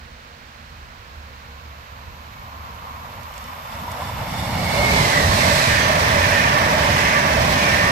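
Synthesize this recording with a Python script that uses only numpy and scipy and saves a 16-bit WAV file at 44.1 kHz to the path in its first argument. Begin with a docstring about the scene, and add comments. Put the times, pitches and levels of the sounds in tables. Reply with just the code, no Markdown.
"""A high-speed electric train rushes past, 8 m to the right of a stereo microphone in an open field.
Bogie after bogie sweeps by, its ringing wheels falling in pitch; wheel roughness makes the track
roar, and the air dragged along rumbles. Before the nose arrives at 4.8 s, the rails carry the wheels'
vibration ahead as a hum and a song. A far machine drones under the hiss of the open country."""
import sys
import numpy as np
from scipy import signal
from scipy.fft import rfft, irfft, next_fast_len
from scipy.io import wavfile
from scipy.ndimage import uniform_filter1d

SR = 44100
rng = np.random.default_rng(int(sys.argv[2]) if len(sys.argv) > 2 else 0)


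def bounce(signal):
    """Save signal as a 16-bit WAV file at the path given by the first command-line argument."""
    frames = np.transpose(np.atleast_2d(signal))
    limited = np.clip(frames, -1, 1)
    pcm = np.round(limited * 32767).astype(np.int16)
    wavfile.write(sys.argv[1], SR, pcm)


N = 348831
TIME = np.arange(N) / SR
SIZE = next_fast_len(2 * (N // 2 + SR))
HZ = np.arange(SIZE // 2 + 1) * SR / SIZE + 1e-6
SPEED_M_S, TRACK_DISTANCE_M, SOUND_M_S = 37., 8., 343
ARRIVAL_S = 4.8   # the nose is abreast of the microphone


# bogies abreast of the microphone: t/s, wheel ring/dB, wheel hiss/dB, low rail note/dB, high rail note/dB
BOGIE_PASSES = [(5.15, -27, -29, -29.5, -45), (5.60, -31, -28, -30, -38), (5.86, -25, -28, -28, -28.5),
                (6.28, -26, -26.5, -31, -35), (6.52, -24.5, -27.5, -23.5, -29.5),
                (7.00, -26, -30, -29.5, -31), (7.19, -25, -28, -25.5, -32), (7.68, -24, -29, -34, -28),
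                (7.88, -26.5, -27.5, -29, -31)]
# modes of a wheel: f/Hz, width/Hz, level/dB
WHEEL_RESONANCES = [(1520, 490, -10), (1812, 66, -4), (2043, 52, -3.5), (2227, 200, -4), (2449, 120, -2.5),
                    (2820, 310, -6.5), (3320, 540, -15), (4060, 200, -16.5), (4900, 75, -11),
                    (5680, 500, -15), (6420, 360, -14.5)]
def wheel_ring():
    """Each bogie rings with the wheel modes, falling in pitch as it passes the microphone."""
    ringing = noise(resonances(WHEEL_RESONANCES), lag_ms=0, size=SIZE)
    return sum(from_db(db) * passing(ringing, s, pitch=0.98, focus=1.41) for s, db, *_ in BOGIE_PASSES)


# whining wheels: abreast at t/s, f/Hz at the wheel, level/dB, loudest earlier by t/s, roughness 0-1, focus
WHINING_WHEELS = [(5.13, 2000, -28.5, .15, .5, 1.6), (5.15, 2005, -23.8, .26, .4, 3.0),
                  (5.14, 1960, -24.5, -0.03, .4, 7.1), (5.02, 4050, -37, .22, .25, 2.2),
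                  (5.05, 7780, -50, .3, .6, 3), (5.15, 7900, -49, 0, .3, 14),
                  (5.521, 2030, -27.5, 0.022, 0.85, 2.4), (5.5, 2575, -31, 0.047, .4, 11),
                  (5.621, 7800, -39, 0.041, .15, 12), (5.621, 3900, -32, -0.012, 0.1, 14),
                  (5.641, 3640, -37.5, -0.22, .3, 4), (5.70, 2435, -31, .02, .4, 7),
                  (5.802, 4670, -33, -0.0061, 0.3, 14), (5.82, 6000, -36, -0.032, .3, 14),
                  (6.239, 1985, -28, 0.16, 0.5, 5), (6.33, 1900, -26, -0.056, .35, 7),
                  (6.42, 2454, -29.5, 0.035, .25, 12), (6.56, 1724, -26, -0.0053, .4, 8),
                  (7.099, 1976, -28.5, 0, .4, 8), (7.14, 2440, -32, 0.085, 0.6, 7),
                  (7.2, 1690, -32, -.02, 0.5, 10), (7.64, 2436, -28, 0, 0.25, 9.9),
                  (7.741, 1943, -27, -0.11, .35, 7)]
def wheel_whines():
    """Single wheels whine on one wavering note, clean or rough, as they sweep by."""
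    base_hz = 2000   # transposed to each wheel's note
    rough = even(noise(resonances([(base_hz, 120, 0)]), lag_ms=0, size=SIZE), hold_s=0.14)
    waver = np.resize(flutter(per_s=90, depth_db=0.27), SIZE)
    clean = np.sqrt(2) * np.sin(2 * np.pi * np.cumsum(base_hz * waver) / SR)
    out = 0
    for s, hz, db, early_s, roughness, focus in WHINING_WHEELS:
        note = np.sqrt(roughness) * rough + np.sqrt(1 - roughness) * clean
        heard = passing(note, s, hz / base_hz, focus, early_s)
        out += from_db(db) * heard * flutter(per_s=39, depth_db=2.5)
    return out


# spectrum of the wheel contacts: f/Hz, level/dB
CONTACT_SPECTRUM = [(1350, -12.5), (2300, -2), (2490, -6.5), (2740, -11.5), (3330, -5.5), (5600, -9.5),
                    (6570, -17), (8100, -15), (9360, -20.5), (12700, -19.5), (14100, -22), (15600, -36)]
def wheel_hiss():
    """The contacts hiss all along the train and shake high wheel modes that slide down with each bogie."""
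    mode_grid_hz = np.arange(0, SR / 2, 50)
    thicket = from_db(4.5 * np.interp(HZ, mode_grid_hz, rng.standard_normal(len(mode_grid_hz))))
    hiss = noise(colour(CONTACT_SPECTRUM) * thicket, lag_ms=0, size=SIZE)
    lead_s = .18   # the hiss is thrown forward
    sweeps = sum(from_db(db) * passing(hiss, s - lead_s, pitch=1 + .03 * rng.uniform(-1, 1), focus=2.64)
                 for s, _, db, *_ in BOGIE_PASSES)
    grit = noise(colour(CONTACT_SPECTRUM), lag_ms=0.436) * flutter(per_s=89, depth_db=1.8)
    return sweeps + from_db(-28.5) * whole_train(lead_m=0.49, focus=1.94) * grit


# roar of sleepers and rails, 8 m away: f/Hz, level/dB
ROAR_SPECTRUM = [(230, -11), (310, -11.5), (420, -7), (520, -5), (590, 1), (680, -2.5), (780, -2.5),
                 (960, 0), (1150, -1), (1330, -8), (1550, -12), (2000, -29)]
# modes of the sleepers: f/Hz, width/Hz, level/dB
SLEEPER_RESONANCES = [(585, 46, 3), (640, 90, -1)]
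# surges as wheels cross the sleepers: t/s, level/dB
SLEEPER_SURGES = [(4.8, -26.5), (5.23, -27.5), (5.38, -32), (5.52, -24), (5.939, -24.5), (6.14, -30),
                  (6.36, -29), (6.58, -30), (6.76, -27), (6.85, -25), (7.05, -32), (7.33, -28.5),
                  (7.42, -26.5), (7.66, -32)]
def track_roar():
    """Wheel roughness makes the track roar and the sleepers howl; fixed in place, they hold their pitch."""
    load = whole_train(lead_m=0.59, focus=1.87) * carriages(swing_db=0.57)
    roar = from_db(-21) * load * noise(colour(ROAR_SPECTRUM), lag_ms=0.37)
    howl_gain = np.hypot(from_db(-32) * load, swells(SLEEPER_SURGES, focus=12.4))
    howl = even(noise(resonances(SLEEPER_RESONANCES), lag_ms=0.32), hold_s=0.092)
    return roar + howl_gain * howl * flutter(per_s=55, depth_db=2.0)


# low and high note of the nearby rail: f/Hz, width/Hz, level/dB
RAIL_NOTE_PAIR = [(1151, 28, -1), (1812, 18, 1)]
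# modes of the rails under the train: f/Hz, width/Hz, level/dB
LOADED_RAIL_MODES = [(1605, 260, -5), (1783, 140, -2), (1970, 450, -6)]
def rail_ring():
    """The shaken rails ring under the whole train, and two of their notes swell under each bogie."""
    times, _, _, low_db, high_db = np.transpose(BOGIE_PASSES)
    low = even(noise(resonances(RAIL_NOTE_PAIR[:1]), lag_ms=0.36), hold_s=0.12)
    high = even(noise(resonances(RAIL_NOTE_PAIR[1:]), lag_ms=0.47), hold_s=0.099)
    notes = swells(zip(times, low_db), focus=8.8) * low + swells(zip(times, high_db), focus=2.6) * high
    ring_gain = from_db(-23.5) * whole_train(lead_m=-9.0, focus=1.87) * carriages(swing_db=-1.0)
    ring = noise(resonances(LOADED_RAIL_MODES), lag_ms=0.45) * flutter(per_s=18, depth_db=1.5)
    return notes + ring_gain * ring


# deep and upper rumble of the air at the trackside: f/Hz, level/dB
DEEP_AIR_SPECTRUM = [(24, -12), (40, -8), (68, 3.5), (92, 5.5), (112, -1.5)]
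UPPER_AIR_SPECTRUM = [(110, -1), (195, -3), (250, -8.5), (300, -14.5), (400, -28.5)]
# gusts thrown off by the train: t/s, deep level/dB, upper level/dB
AIR_GUSTS = [(3.84, -41, -41.5), (4.14, -33, -49), (4.6, -29.5, -35), (4.86, -26.5, -27.5),
             (4.98, -27, -24), (5.30, -21, -31), (5.47, -29, -27), (5.74, -29, -29.5), (6.08, -27, -46),
             (6.2, -26, -35), (6.65, -38, -28), (6.9, -27, -33), (7.41, -26, -35), (7.57, -36, -28)]
def slipstream():
    """Turbulent air dragged along the body rumbles and reaches the microphone in gusts."""
    times, deep_db, upper_db = np.transpose(AIR_GUSTS)
    deep_bed = from_db(-31) * whole_train(lead_m=14, focus=1.0) * dip(depth_db=5)
    upper_bed = from_db(-27) * whole_train(lead_m=14, focus=1.6) * dip(depth_db=6)
    deep_gain = np.hypot(deep_bed, swells(zip(times, deep_db), focus=8.4))
    upper_gain = np.hypot(upper_bed, swells(zip(times, upper_db), focus=8.4))
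    deep = even(noise(colour(DEEP_AIR_SPECTRUM), lag_ms=0.079), hold_s=0.2)
    upper = even(noise(colour(UPPER_AIR_SPECTRUM), lag_ms=0.2), hold_s=0.2)
    return deep_gain * deep + upper_gain * upper


# whoosh of the nose: f/Hz, level/dB
NOSE_SPECTRUM = [(230, -1), (330, -10), (430, 6), (520, -14), (700, 4), (1000, -6)]
def bow_wave():
    """The nose shoves the air aside in one soft whoosh."""
    return from_db(-26) * lobe(s=4.94, focus=6.2) * noise(colour(NOSE_SPECTRUM), lag_ms=0.29)


# rush of air round the power car: f/Hz, level/dB
SPRAY_SPECTRUM = [(2500, -3.5), (4200, 5), (6500, -3.5), (8500, -5.5), (10000, -12.5), (13000, -10),
                  (15500, -38)]
# its peaks at the microphone: t/s, level/dB
SPRAY_PEAKS = [(5.06, -25), (5.42, -26), (5.61, -25)]
def air_spray():
    """Air rushes round the power car's bogies in a fine, bright spray."""
    return swells(SPRAY_PEAKS, focus=2.2) * noise(colour(SPRAY_SPECTRUM), lag_ms=0.38)


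# bending waves in the rails, from up the line: f/Hz, level/dB
HUM_SPECTRUM = [(440, -22), (500, -10.5), (720, -5), (930, -2), (1100, -11), (1400, -12.5), (1800, -16.5),
                (2300, -33), (3000, -36), (3500, -45)]
def rail_hum():
    """Bending waves run ahead of the wheels as a throbbing hum."""
    gain = from_db(-26.5) * along_rail(rise_db_per_s=9.5) * dip(depth_db=2.5)
    return gain * flutter(per_s=40, depth_db=1.5) * noise(colour(HUM_SPECTRUM), lag_ms=0.027)


# high rail modes that carry far down the line: f/Hz, width/Hz, level/dB
FAR_RAIL_MODES = [(1920, 320, 7), (2120, 220, 7.5), (2836, 100, 9.5), (2990, 130, 4), (3530, 310, 8.5),
                  (3947, 500, 0), (4410, 50, 9.5), (4830, 160, 5), (5060, 90, 5), (5420, 160, 4.5),
                  (5570, 85, 8), (6300, 60, -6), (6550, 60, 1.5), (6740, 110, -1), (7600, 60, 1),
                  (7780, 100, -2), (7600, 1300, -6.5), (8470, 260, -2), (8900, 70, -3), (10650, 3000, -7.5),
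                  (12270, 750, 2), (12900, 600, 3), (13266, 160, 2.5), (14000, 700, -4)]
def rail_song():
    """From afar the topmost rail modes sizzle; the lower ones fill in as a metallic song as the train nears."""
    split_hz = 11500
    top = noise(resonances([mode for mode in FAR_RAIL_MODES if mode[0] > split_hz]), lag_ms=.3)
    lower_modes = [mode for mode in FAR_RAIL_MODES if mode[0] <= split_hz]
    lower = 0
    for k in range(3):   # neighbouring modes swell and fade independently
        group = resonances(lower_modes[k::3])
        lower += noise(group, lag_ms=.02) * np.linalg.norm(group) * flutter(per_s=12, depth_db=2)
    sizzle = from_db(-42.5) * along_rail(rise_db_per_s=6) * top
    song_gain = from_db(-30.5) * along_rail(rise_db_per_s=12.5) * flutter(per_s=50, depth_db=1.3)
    return sizzle + song_gain * lower / lower.std()


# modes of the rail spans beside the microphone: f/Hz, width/Hz, level/dB
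SPAN_MODES = [(968, 45, 0.5), (1052, 56, 4), (1150, 98, 2), (1240, 56, -4), (1354, 120, -5.5),
              (1850, 65, -23)]
# their surges: t/s, level/dB
SPAN_LEVEL = [(0, -57), (1.1, -50), (2.3, -45), (2.65, -37), (2.78, -41), (2.89, -34.5), (3.1, -40.5),
              (3.5, -37.5), (3.95, -34), (4.6, -42), (5.0, -60)]
def span_singing():
    """The rails sing between their sleepers long before the train is here."""
    return level(SPAN_LEVEL) * noise(resonances(SPAN_MODES), lag_ms=0.39) * pan(3.9)


# knocks from up the line: t/s, peak level/dB
KNOCKS = [(3.880, -21), (3.951, -25), (4.021, -20), (4.092, -19.5), (4.164, -24)]
def wheel_knocks():
    """A rough spot on a wheel strikes once a turn and sets the rail ringing for a few cycles."""
    ring_hz, decay_s = 975, 0.0066
    out = 0
    for s, db in KNOCKS:
        age = np.maximum(TIME - s, 0)
        hz = ring_hz * (1 + 0.035 * rng.standard_normal())
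        out += from_db(db) * np.exp(-age / decay_s) * np.sin(2 * np.pi * hz * age)
    return out


# sharp ticks ahead of the train: t/s, peak level/dB, band centre f/Hz
SHARP_TICKS = [(3.2324, -33, 3600), (3.3388, -30.5, 3600), (3.3797, -26, 4400), (3.4404, -30.5, 4200),
               (3.9165, -24.5, 4600)]
def ticks():
    """Tiny bright snaps that die within milliseconds."""
    decay_s = .003
    out, age = np.zeros((2, N)), TIME[:SR // 50]
    for s, db, hz in SHARP_TICKS:
        band = signal.butter(2, [0.47 * hz, min(2.1 * hz, 15000)], "band", fs=SR, output="sos")
        snap = signal.sosfilt(band, rng.standard_normal((2, len(age))) * np.exp(-age / decay_s))
        start = round(s * SR)
        out[:, start:start + len(age)] += from_db(db) * snap / abs(snap).max()
    return out


# rumble of the train far up the line: f/Hz, width/Hz, level/dB
APPROACH_MODES = [(105, 26, -0.5), (160, 62, -13), (235, 48, -8.5)]
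# its course: t/s, level/dB
APPROACH_LEVEL = [(1.0, -65), (2.3, -53), (2.5, -46), (2.8, -54), (3.0, -47.5), (3.21, -43.5), (3.29, -62),
                  (3.47, -46), (4.0, -50)]
def far_rumble():
    """The coming train's first rumble reaches the field in low surges."""
    return level(APPROACH_LEVEL) * even(noise(resonances(APPROACH_MODES), lag_ms=0.11), hold_s=0.1)


# low resonance and overtones of a machine in the distance: f/Hz, width/Hz, level/dB
MACHINE_MODES = [(71.8, 9, 0)]
MACHINE_OVERTONES = [(138, 12, -5), (239, 12, 0.5), (474.7, 7.9, 1)]
# surges of the low resonance: t/s, level/dB
MACHINE_LEVEL = [(0, -45), (.3, -61), (.66, -50), (.82, -41), (.92, -55), (1.03, -55), (1.12, -40),
                 (1.27, -39), (1.36, -46), (1.68, -42), (1.87, -50), (2.13, -41), (2.35, -48), (2.6, -39.5),
                 (2.85, -48), (2.97, -41), (3.15, -54), (3.45, -45.5), (3.65, -54)]
def far_machine():
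    """A far machine drones in surges under faint, steady overtones."""
    drone = level(MACHINE_LEVEL) * even(noise(resonances(MACHINE_MODES), lag_ms=0.11), hold_s=0.082)
    return drone + from_db(-57) * noise(resonances(MACHINE_OVERTONES), lag_ms=0.32)


# ambience of the open field: f/Hz, level/dB
FIELD_SPECTRUM = [(15, -60), (25, -5), (55, -2.5), (75, -7.5), (99, -12), (173, -20), (240, -24),
                  (267, -29.5), (482, -27.5), (523, -23.5), (1570, -21.5), (3260, -30.5), (4150, -29.5),
                  (10400, -51.5), (15500, -49)]
def countryside():
    """The open land hisses evenly all round the microphone."""
    low_cut = HZ ** 2 / (HZ ** 2 + 60 ** 2)
    return from_db(-42) * noise(colour(FIELD_SPECTRUM) * low_cut, lag_ms=0.39) * pan(-1.2)


def passing(sound, s, pitch, focus, early_s=0):
    """A source abreast at s: the shrinking, then growing travel time bends its pitch down."""
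    distance = np.hypot(TRACK_DISTANCE_M, SPEED_M_S * (TIME - s))
    sent = (TIME - distance / SOUND_M_S) * SR
    left_lag = 0.000473 * SR * (TRACK_DISTANCE_M / distance) ** 2
    start = rng.integers(SIZE)
    heard = [np.interp((start + pitch * at) % SIZE, np.arange(SIZE), port)
             for at, port in zip([sent - left_lag, sent], sound)]
    return lobe(s - early_s, focus) * np.array(heard)


def lobe(s, focus):
    """Gain of a source abreast at s; focus 1 is distance alone, more beams it to the side."""
    return (TRACK_DISTANCE_M / np.hypot(TRACK_DISTANCE_M, SPEED_M_S * (TIME - s))) ** focus


def swells(passes, focus):
    """Gain of several passing sources (t/s, level/dB), added in power."""
    return np.sqrt(sum((from_db(db) * lobe(s, focus)) ** 2 for s, db in passes))


def whole_train(lead_m, focus):
    """A long row of sources from lead_m ahead of the nose: their powers add up and level off at 1."""
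    power = np.cumsum(lobe(ARRIVAL_S - lead_m / SPEED_M_S, focus) ** 2)
    return np.sqrt(power / power[-1])


def carriages(swing_db):
    """One swell per carriage: swing_db at its middle, the opposite at the couplings."""
    carriage_s, first_middle_s = .71, 5.33
    alongside = np.clip((TIME - ARRIVAL_S) / carriage_s, 0, 1)
    return from_db(swing_db * alongside * np.cos(2 * np.pi * (TIME - first_middle_s) / carriage_s))


def along_rail(rise_db_per_s):
    """Waves lose the same dB on each metre of rail, so they grow evenly in dB until the train is here."""
    fade_db_per_s = 57
    before_s, after_s = np.maximum(ARRIVAL_S - TIME, 0), np.maximum(TIME - ARRIVAL_S, 0)
    return from_db(-rise_db_per_s * before_s - fade_db_per_s * after_s)


def dip(depth_db):
    """The level dips briefly before the train arrives."""
    from_s, to_s, edge_s = 3.24, 3.73, 0.015
    return from_db(-depth_db * np.clip(np.minimum(TIME - from_s, to_s - TIME) / edge_s, 0, 1))


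def level(points):
    """Gain over time from (t/s, level/dB) points."""
    return from_db(np.interp(TIME, *np.transpose(points)))


def flutter(per_s, depth_db):
    """A gain that wanders at random."""
    knots = np.arange(0, TIME[-1] + 1, 1 / per_s)
    return from_db(depth_db * np.interp(TIME, knots, rng.standard_normal(4000)[:len(knots)]))


def even(x, hold_s):
    """Irons out the chance swells of narrow-band noise; rms 1."""
    return x / np.sqrt(uniform_filter1d(np.mean(x ** 2, axis=0), int(hold_s * SR)) + 1e-9)


def from_db(db):
    """Decibels to gain."""
    return 10 ** (np.asarray(db) / 20)


def pan(db):
    """Left and right gains, with the left louder by db."""
    return from_db(db * np.array([[.5], [-.5]]))


def over_hz(points):
    """Points joined by straight lines on a log-frequency axis."""
    hz, value = np.transpose(points)
    return np.interp(np.log(HZ), np.log(hz), value)


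def colour(points):
    """Gain per frequency, falling steeply beyond the end points."""
    octaves_out = np.maximum(np.log2(points[0][0] / HZ), 0) + np.maximum(np.log2(HZ / points[-1][0]), 0)
    return from_db(over_hz(points) - 17.3 * octaves_out)


def resonances(modes):
    """Gain per frequency of damped modes with steep skirts, each shaken on its own."""
    return np.sqrt(sum(from_db(db) ** 2 / (1 + ((HZ ** 2 - hz ** 2) / (HZ * width)) ** 2) ** 2
                       for hz, width, db in modes))


# the microphone's two ports: f/Hz, left-right likeness 0-1
PORT_LIKENESS = [(100, 0.98), (280, 0.97), (500, 0.92), (900, 0.56), (1150, 0.81), (1500, 0.39),
                 (2200, 0.46), (4000, 0.086), (7000, .05), (15000, .2)]
def noise(response, lag_ms, size=N):
    """Stereo noise of rms 1 through a response; the left port hears it later, less alike in the treble."""
    alike = over_hz(PORT_LIKENESS)
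    white = rng.standard_normal((2, 2 * len(HZ)), dtype=np.float32).view(np.complex64)
    mid, side = white * (response * np.sqrt([1 + alike, 1 - alike])).astype(np.float32)
    delay = np.exp(-2j * np.pi * HZ * lag_ms / 1000).astype(np.complex64)
    x = irfft(np.array([(mid + side) * delay, mid - side]), SIZE)[:, :size]
    return x / x.std()


def scene():
    """The train alongside, the rails ahead of it and the distance, heard from the edge of the field."""
    wheels = wheel_ring() + wheel_whines() + wheel_hiss()
    track = track_roar() + rail_ring()
    air = slipstream() + bow_wave() + air_spray()
    # sound from straight up the line reaches both ports more evenly: the pan offsets the left's shading
    ahead = pan(3.2) * (rail_hum() + rail_song() + wheel_knocks())
    approach = ahead + span_singing() + ticks() + far_rumble()
    return wheels + track + air + approach + far_machine() + countryside()


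# shading of the port facing away from the track: f/Hz, left minus right level/dB
PORT_SHADING = [(100, -1.7), (450, -2.1), (700, -3.5), (1200, -4.5), (2000, -4), (3400, -5), (5200, -8),
                (7000, -7.5), (8400, -9), (9900, 0.5), (11500, -8), (15000, -9.5)]
def record(dry):
    """The microphone's left port is shaded from the track; the top is cut steeply."""
    cutoff_hz = 15700
    ports = pan(over_hz(PORT_SHADING))
    ports /= np.sqrt(np.mean(ports ** 2, axis=0))
    low_pass = 1 / np.sqrt(1 + (HZ / cutoff_hz) ** 400)
    return irfft(rfft(dry, SIZE) * ports * low_pass, SIZE)[:, :N]


dry = scene()
out = record(dry)
bounce(out)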